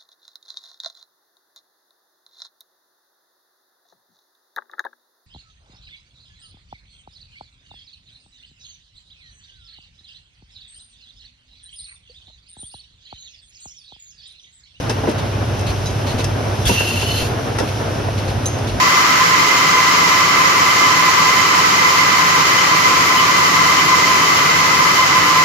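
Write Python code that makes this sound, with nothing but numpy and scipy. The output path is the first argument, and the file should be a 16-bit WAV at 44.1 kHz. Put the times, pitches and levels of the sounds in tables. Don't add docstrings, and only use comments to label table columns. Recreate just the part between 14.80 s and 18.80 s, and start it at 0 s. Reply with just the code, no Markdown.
import sys
import numpy as np
from scipy import signal
from scipy.fft import rfft, irfft, next_fast_len
from scipy.io import wavfile
from scipy.ndimage import map_coordinates

SR = 44100
rng = np.random.default_rng(int(sys.argv[2]) if len(sys.argv) > 2 else 0)


def unload_audio(sound):
    columns = np.transpose(np.atleast_2d(sound))
    steps = np.round(np.clip(columns, -1, 1) * 32767)
    wavfile.write(sys.argv[1], SR, steps.astype(np.int16))


N = 176400

# start in seconds, level in dB, t60 in seconds, tilt in dB per octave,
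# note of the struck part in Hz, its level in dB.
SLIDE_HITS = [(.096, -19.5, .13, 2, 436, -20), (.235, -18.5, 0.17, -3, 810, -18),
              (.272, -16, 0.085, 1, 425, -14), (.279, -16, .1, -4.5, 350, -10.5),
              (0.283, -17, 0.11, -4, 223, -11.5), (.293, -19, .08, -3, 600, -16),
              (1.341, -19, .11, -6.5, 246, -13), (1.391, -18.5, 0.11, -1, 261, -16),
              (1.893, -15, 0.11, -2, 952, -8.5), (1.904, -18, .14, -3, 192, -9.5),
              (2.002, -15, 0.13, 1.5, 1604, -22.5), (2.226, -18.5, 0.079, 2, 407, -16),
              (2.284, -23, .08, -4, 417, -18), (2.784, -21, .05, 4, 1345, -19),
              (2.785, -22, 0.11, 2, 1920, -19), (2.803, -12, .09, -1, 499, -10.5),
              (2.824, -19.5, 0.15, -4, 307, -15), (3.01, -23.5, 0.23, 2.5, 706, -28),
              (3.284, -18, 0.055, 1, 665, -14)]
# frequency in Hz, relative density in dB.
PANEL_SPECTRUM = [(100, -39), (220, -2.5), (430, 4), (620, 1), (780, -5), (950, 2.5), (1150, -18),
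                  (1500, -7.5), (2000, -11.5), (3000, -37), (8000, -67)]
# start in seconds, level in dB, t60 in seconds, tilt in dB per octave.
VALVE_HITS = [(.095, -21, 0.074, -1.5), (.104, -27, .1, -2), (.293, -30, .055, 1), (.312, -31, .03, 10),
              (.792, -28.5, .044, 0), (.811, -28, .015, 7), (1.442, -18.5, 0.044, 0.5),
              (1.854, -23, 0.066, 9), (1.876, -20.5, 0.14, 12), (2.212, -25, 0.071, -6),
              (2.419, -24.5, 0.1, -8), (2.785, -21, 0.073, 1.5), (2.798, -24, .07, -2),
              (3.785, -31.5, .06, -1)]
# frequency in Hz, relative density in dB.
CONTACT_SPECTRUM = [(600, -25), (1400, 1), (2100, -8), (2800, 0), (3600, 3.5), (4600, -0.5), (5350, 7.5),
                    (6000, 2.5), (9300, -3), (12000, -14), (15500, -19)]
# start in seconds, level in dB.
FRAME_HITS = [(.885, -20), (1.44, -21), (1.858, -13.5), (3.47, -25), (3.91, -22.5)]
CLINK_HITS = [(1.057, -32.5), (1.068, -31.5), (1.103, -39)]
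# frequency in Hz, relative level in dB, t60 in seconds.
VALVE_MODES = [(1695, -4.5, 0.082), (2670, -6, 0.12), (4985, -8.5, 0.088), (5300, -6.5, 0.11),
               (6320, -10, 0.074)]
FRAME_MODES = [(57.8, 1, 0.24), (44, -12, .2), (170.5, -8.5, 0.18)]
PING_MODES = [(3960, -9.5, 0.076), (6270, -1.5, 0.13), (6375, -13, 0.48), (6386, -17, 0.38),
              (7600, -10, 0.068), (10760, -12, 0.13), (10900, -15, .04), (12900, -17, 0.065)]
CLINK_MODES = [(3900, -1, 0.085), (4000, -6, 0.082), (5044, 1, .2), (5800, -6, .1), (6270, -6, 0.092),
               (6540, -8, .17), (10800, -12, .1)]
# start and end in seconds, pitch and width in Hz, level in dB,
# pure-tone share of the power from 0 to 1.
OUTLET_WHISTLES = [(1.849, 1.87, 3380, 200, -23, 0.3), (1.885, 1.945, 2738, 44, -24.5, 0.4),
                   (1.948, 2.022, 2736, 48.2, -22.5, 0.5), (2.052, 2.125, 2736, 39, -25, 0.65),
                   (2.16, 2.235, 2742, 58, -28, .4), (2.26, 2.44, 2738, 79, -31.5, 0.34),
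                   (1.89, 2.15, 2650, 89, -33, .1), (1.89, 2.24, 2985, 53, -33.5, .25),
                   (2.255, 2.31, 3000, 45, -26, 0.2), (2.33, 2.41, 3060, 68, -33, .2),
                   (1.93, 2.29, 4280, 130, -38.5, 0), (2.3, 2.425, 4230, 170, -32, 0.2),
                   (1.9, 1.975, 5938, 15, -34, 1)]
# start in seconds, length in seconds, level in dB.
VENTS = [(0.272, 0.033, -36), (0.377, 0.02, -31.5), (0.861, 0.048, -30), (1.262, .06, -30.5),
         (1.378, 0.035, -28), (2.206, 0.021, -27), (2.868, 0.022, -34), (3.372, 0.026, -33),
         (3.474, 0.031, -34.5), (3.867, 0.033, -32.5)]
# frequency in Hz, relative density in dB.
JET_SPECTRUM = [(500, -11), (1500, 0), (2300, 0.5), (3300, 5.5), (3800, 1.5), (4300, 3.5), (5000, 0.5),
                (6300, 0.5), (6800, 3), (8200, -7.5), (9100, -6.5), (9700, -6), (10100, -1.5), (10600, -6),
                (11200, -7), (11900, -4.5), (12300, -6.5), (12900, -19), (14000, -8), (16000, -23)]
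PUFF_SPECTRUM = [(1000, -24), (2600, 5.5), (3300, 1.5), (4200, 4.5), (5200, -3.5), (6500, -2.5),
                 (10000, -12.5), (13000, -18), (16000, -29)]
LEAK_SPECTRUM = [(1500, -8), (3300, 0.5), (4600, -5), (5500, 3), (6500, -3.5), (7300, -6), (9000, -9.5),
                 (11500, -11.5), (13000, -17.5), (14300, -18), (16000, -15)]
ROAR_SPECTRUM = [(20, -16), (34, -18), (50, -0.5), (80, -1.5), (120, 5), (170, -4), (235, -1.5), (400, -4),
                 (680, -5), (950, -9), (1150, -12), (1500, -12), (2000, -18.5), (2750, -19), (4500, -26.5),
                 (9000, -41.5), (16000, -64)]
# frequency in Hz, base level in dB.
MOTOR_TONES = [(69.3, -39), (89.1, -36), (100.05, -26), (116.3, -31.5), (133.2, -37.5), (156, -45.5),
               (595, -44.5)]
# time in seconds, gain in dB.
HUM_ENVELOPE = [(0, -1), (.33, -3), (.45, -.5), (.9, 1), (1.3, 1), (1.9, 1), (2.1, -2), (2.35, 1),
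                (2.6, -3), (3.0, -3), (3.35, 1), (4, 0)]
LEAK_ENVELOPE = [(0, -37.5), (.65, -39.5), (1.05, -37), (1.7, -37), (1.82, -33), (2.55, -38.5),
                 (2.74, -35.5), (3.0, -34.5), (3.12, -37.5), (4, -37.5)]
# frequency in Hz, left-right likeness (+ agrees, - opposes).
PORT_LIKENESS = [(50, 0.96), (125, 0.9), (250, 0.86), (500, 0.52), (1000, 0.18), (1700, 0.13), (2300, 0.53),
                 (2800, 0.71), (3400, 0.072), (4000, 0.49), (4700, 0.78), (5800, 0.14), (6400, 0.14),
                 (7000, -0.99), (8100, -1.2), (8900, -0.47), (9900, 0.95), (11600, .99), (12400, 0.88),
                 (13000, -0.76), (13500, -.995)]

BLAST_START_S, BLAST_END_S = 1.852, 2.43


def slide_knocks():
    out = np.zeros((2, N))
    for start_s, db, t60_s, tilt_db_oct, note_hz, note_db in SLIDE_HITS:
        panel = burst(PANEL_SPECTRUM, t60_s, attack_s=0.0013, tilt_db_oct=tilt_db_oct)
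        add(out, start_s, amp(db) * panel)
        add(out, start_s, amp(note_db) * struck_part(note_hz))
    return out


def valve_clicks():
    out = np.zeros((2, N))
    for start_s, db, t60_s, tilt_db_oct in VALVE_HITS:
        snap = burst(CONTACT_SPECTRUM, t60_s, attack_s=0.00078, tilt_db_oct=tilt_db_oct)
        add(out, start_s, amp(db) * snap)
        add(out, start_s, amp(db - 6) * ring(VALVE_MODES, attack_s=0.0014))
    return out * pan(4)


def frame_thumps():
    out = np.zeros((2, N))
    for start_s, db in FRAME_HITS:
        add(out, start_s, amp(db) * ring(FRAME_MODES, attack_s=0.011))
    return out


def air_blast():
    surge_db = 11 * np.exp(-np.maximum(time_s() - BLAST_START_S, 0) / 0.1)
    swell_db = 3 * np.exp(-np.abs(time_s() - BLAST_END_S) / 0.078)
    sputter_db = 1.53 * wobble(60)
    opening = gate(BLAST_START_S, BLAST_END_S, attack_s=0.017, release_s=0.064)
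    return amp(-28.8 + surge_db + swell_db + sputter_db) * opening * rush(JET_SPECTRUM) * pan(0.1)


def outlet_whistle():
    out = np.zeros((2, N))
    for start_s, end_s, hz, width_hz, db, share in OUTLET_WHISTLES:
        pitch_hz = hz + 0.605 * width_hz * wobble(160)
        tone = stereo_sine(2 * np.pi * np.cumsum(pitch_hz) / SR, hz)
        turbulence = noise(lambda f: 1 / (1 + ((f - hz) / width_hz) ** 2))
        envelope = amp(db) * gate(start_s, end_s, attack_s=0.0085, release_s=0.019)
        out += envelope * (np.sqrt(share) * tone + np.sqrt(1 - share) * turbulence)
    flutter_db = 1.55 * wobble(150)
    return out * amp(flutter_db)


def steel_ping(start_s=3.657, db=-17.5):
    out = np.zeros((2, N))
    add(out, start_s, amp(db) * pan(-2) * ring(PING_MODES, attack_s=0.0014))
    snap = burst(CONTACT_SPECTRUM, t60_s=0.035, attack_s=0.0004, tilt_db_oct=3.5)
    add(out, start_s, amp(db - 5) * snap)
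    return out


def steel_clinks():
    out = np.zeros((2, N))
    for start_s, db in CLINK_HITS:
        add(out, start_s, amp(db) * ring(CLINK_MODES, attack_s=0.001))
        add(out, start_s, amp(db) * burst(CONTACT_SPECTRUM, t60_s=0.098, attack_s=0.0004))
    return out


def exhaust_puffs():
    envelope = sum(amp(db) * gate(start_s, start_s + length_s, attack_s=0.0078, release_s=0.013)
                   for start_s, length_s, db in VENTS)
    return envelope * rush(PUFF_SPECTRUM)


def rattle(taps_per_s=12, db=-27.5, spread_db=2):
    out = np.zeros((2, N))
    for when, size, pitch in rng.random((round(taps_per_s * N / SR), 3)):
        gain = amp(db + spread_db * (2 * size - 1))
        panel = burst(PANEL_SPECTRUM, t60_s=0.06, attack_s=0.00091, tilt_db_oct=1.5)
        add(out, when * N / SR, gain * panel)
        add(out, when * N / SR, gain * struck_part(hz=250 * 5 ** pitch))
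    return out


def motor_hum(drift_rad=0.24):
    hum = np.zeros(N)
    for hz, db in MOTOR_TONES:
        phase_rad = 2 * np.pi * (hz * time_s() + rng.random()) + drift_rad * wobble(2.75)
        hum += np.sqrt(2) * amp(db) * np.sin(phase_rad)
    return hum * amp(at_times(HUM_ENVELOPE)) * pan(-1.5)


def hall_roar(db=-23.5, middle_hz=(250, 2500)):
    roar = rush(ROAR_SPECTRUM)
    middle = signal.sosfiltfilt(signal.butter(2, middle_hz, "band", fs=SR, output="sos"), roar)
    waver_db = wobble(35) + 0.7 * wobble(7.15)
    return amp(db) * ((roar - middle) * pan(-0.19) + middle * amp(waver_db) * pan(0.52))


def air_leak():
    return amp(at_times(LEAK_ENVELOPE) + 0.75 * wobble(15)) * rush(LEAK_SPECTRUM)


def struck_part(hz):
    return ring([(hz, 0, 0.059)], attack_s=0.0027)


def burst(spectrum, t60_s, attack_s, tilt_db_oct=0):
    t = np.arange(SR // 4) / SR
    sound = noise(lambda hz: amp(at_hz(spectrum, hz) + tilt_db_oct * np.log2(hz + 1)), size=len(t))
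    return sound * amp(-60 * t / t60_s) * (1 - np.exp(-t / attack_s))


def ring(modes, attack_s):
    t = np.arange(SR // 2) / SR
    tone = 0
    for hz, db, t60_s in modes:
        flutter_rad = 0.32 * map_coordinates(rng.standard_normal(400), [t * hz / 20], mode="wrap")
        tone += amp(db - 60 * t / t60_s) * stereo_sine(2 * np.pi * hz * t + flutter_rad, hz)
    return tone * (1 - np.exp(-t / attack_s))


def rush(spectrum):
    return noise(lambda hz: amp(at_hz(spectrum, hz)))


def noise(gain_at_hz, size=N):
    hz = np.fft.rfftfreq(size, 1 / SR)
    angle = port_angle_rad(hz)
    bins = rfft(rng.standard_normal((2, size))) * gain_at_hz(hz)
    mid, side = irfft(bins * np.array([np.cos(angle), np.sin(angle)]), size)
    stereo = np.array([mid + side, mid - side])
    return stereo / np.sqrt(np.mean(stereo ** 2) + 1e-20)


def stereo_sine(phase_rad, hz):
    return np.sqrt(2) * np.sin(phase_rad + port_angle_rad(hz) * np.array([[1], [-1]]))


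def port_angle_rad(hz):
    return np.arccos(np.clip(at_hz(PORT_LIKENESS, hz), -0.995, 0.995)) / 2


def gate(start_s, end_s, attack_s, release_s):
    t = time_s()
    return np.clip((t - start_s) / attack_s, 0, 1) * np.exp(-np.maximum(t - end_s, 0) / release_s)


def wobble(knots_per_s):
    return map_coordinates(rng.standard_normal(1200), [time_s() * knots_per_s], mode="wrap")


def at_hz(points, hz):
    knots_hz, values = np.transpose(points)
    return np.interp(np.log(hz + 1), np.log(knots_hz + 1), values)


def at_times(points):
    return np.interp(time_s(), *np.transpose(points))


def add(out, start_s, sound):
    part = out[:, round(start_s * SR):][:, :sound.shape[1]]
    part += sound[:, :part.shape[1]]


def pan(left_db):
    return amp(left_db * np.array([[0.5], [-0.5]]))


def amp(db):
    return 10 ** (np.asarray(db) / 20)


def time_s():
    return np.arange(N) / SR


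def scene():
    background = motor_hum() + hall_roar()
    air = (air_leak() + exhaust_puffs()) * pan(0.21) + air_blast() + outlet_whistle()
    blows = valve_clicks() + slide_knocks() + frame_thumps() + steel_ping() + steel_clinks() + rattle()
    return blows + air + background


def record(dry, top_hz=15800):
    size = next_fast_len(N + SR // 4)
    passband = np.fft.rfftfreq(size, 1 / SR) < top_hz
    return irfft(rfft(dry, size) * passband, size)[:, :N]


dry = scene()
out = record(dry)
unload_audio(out)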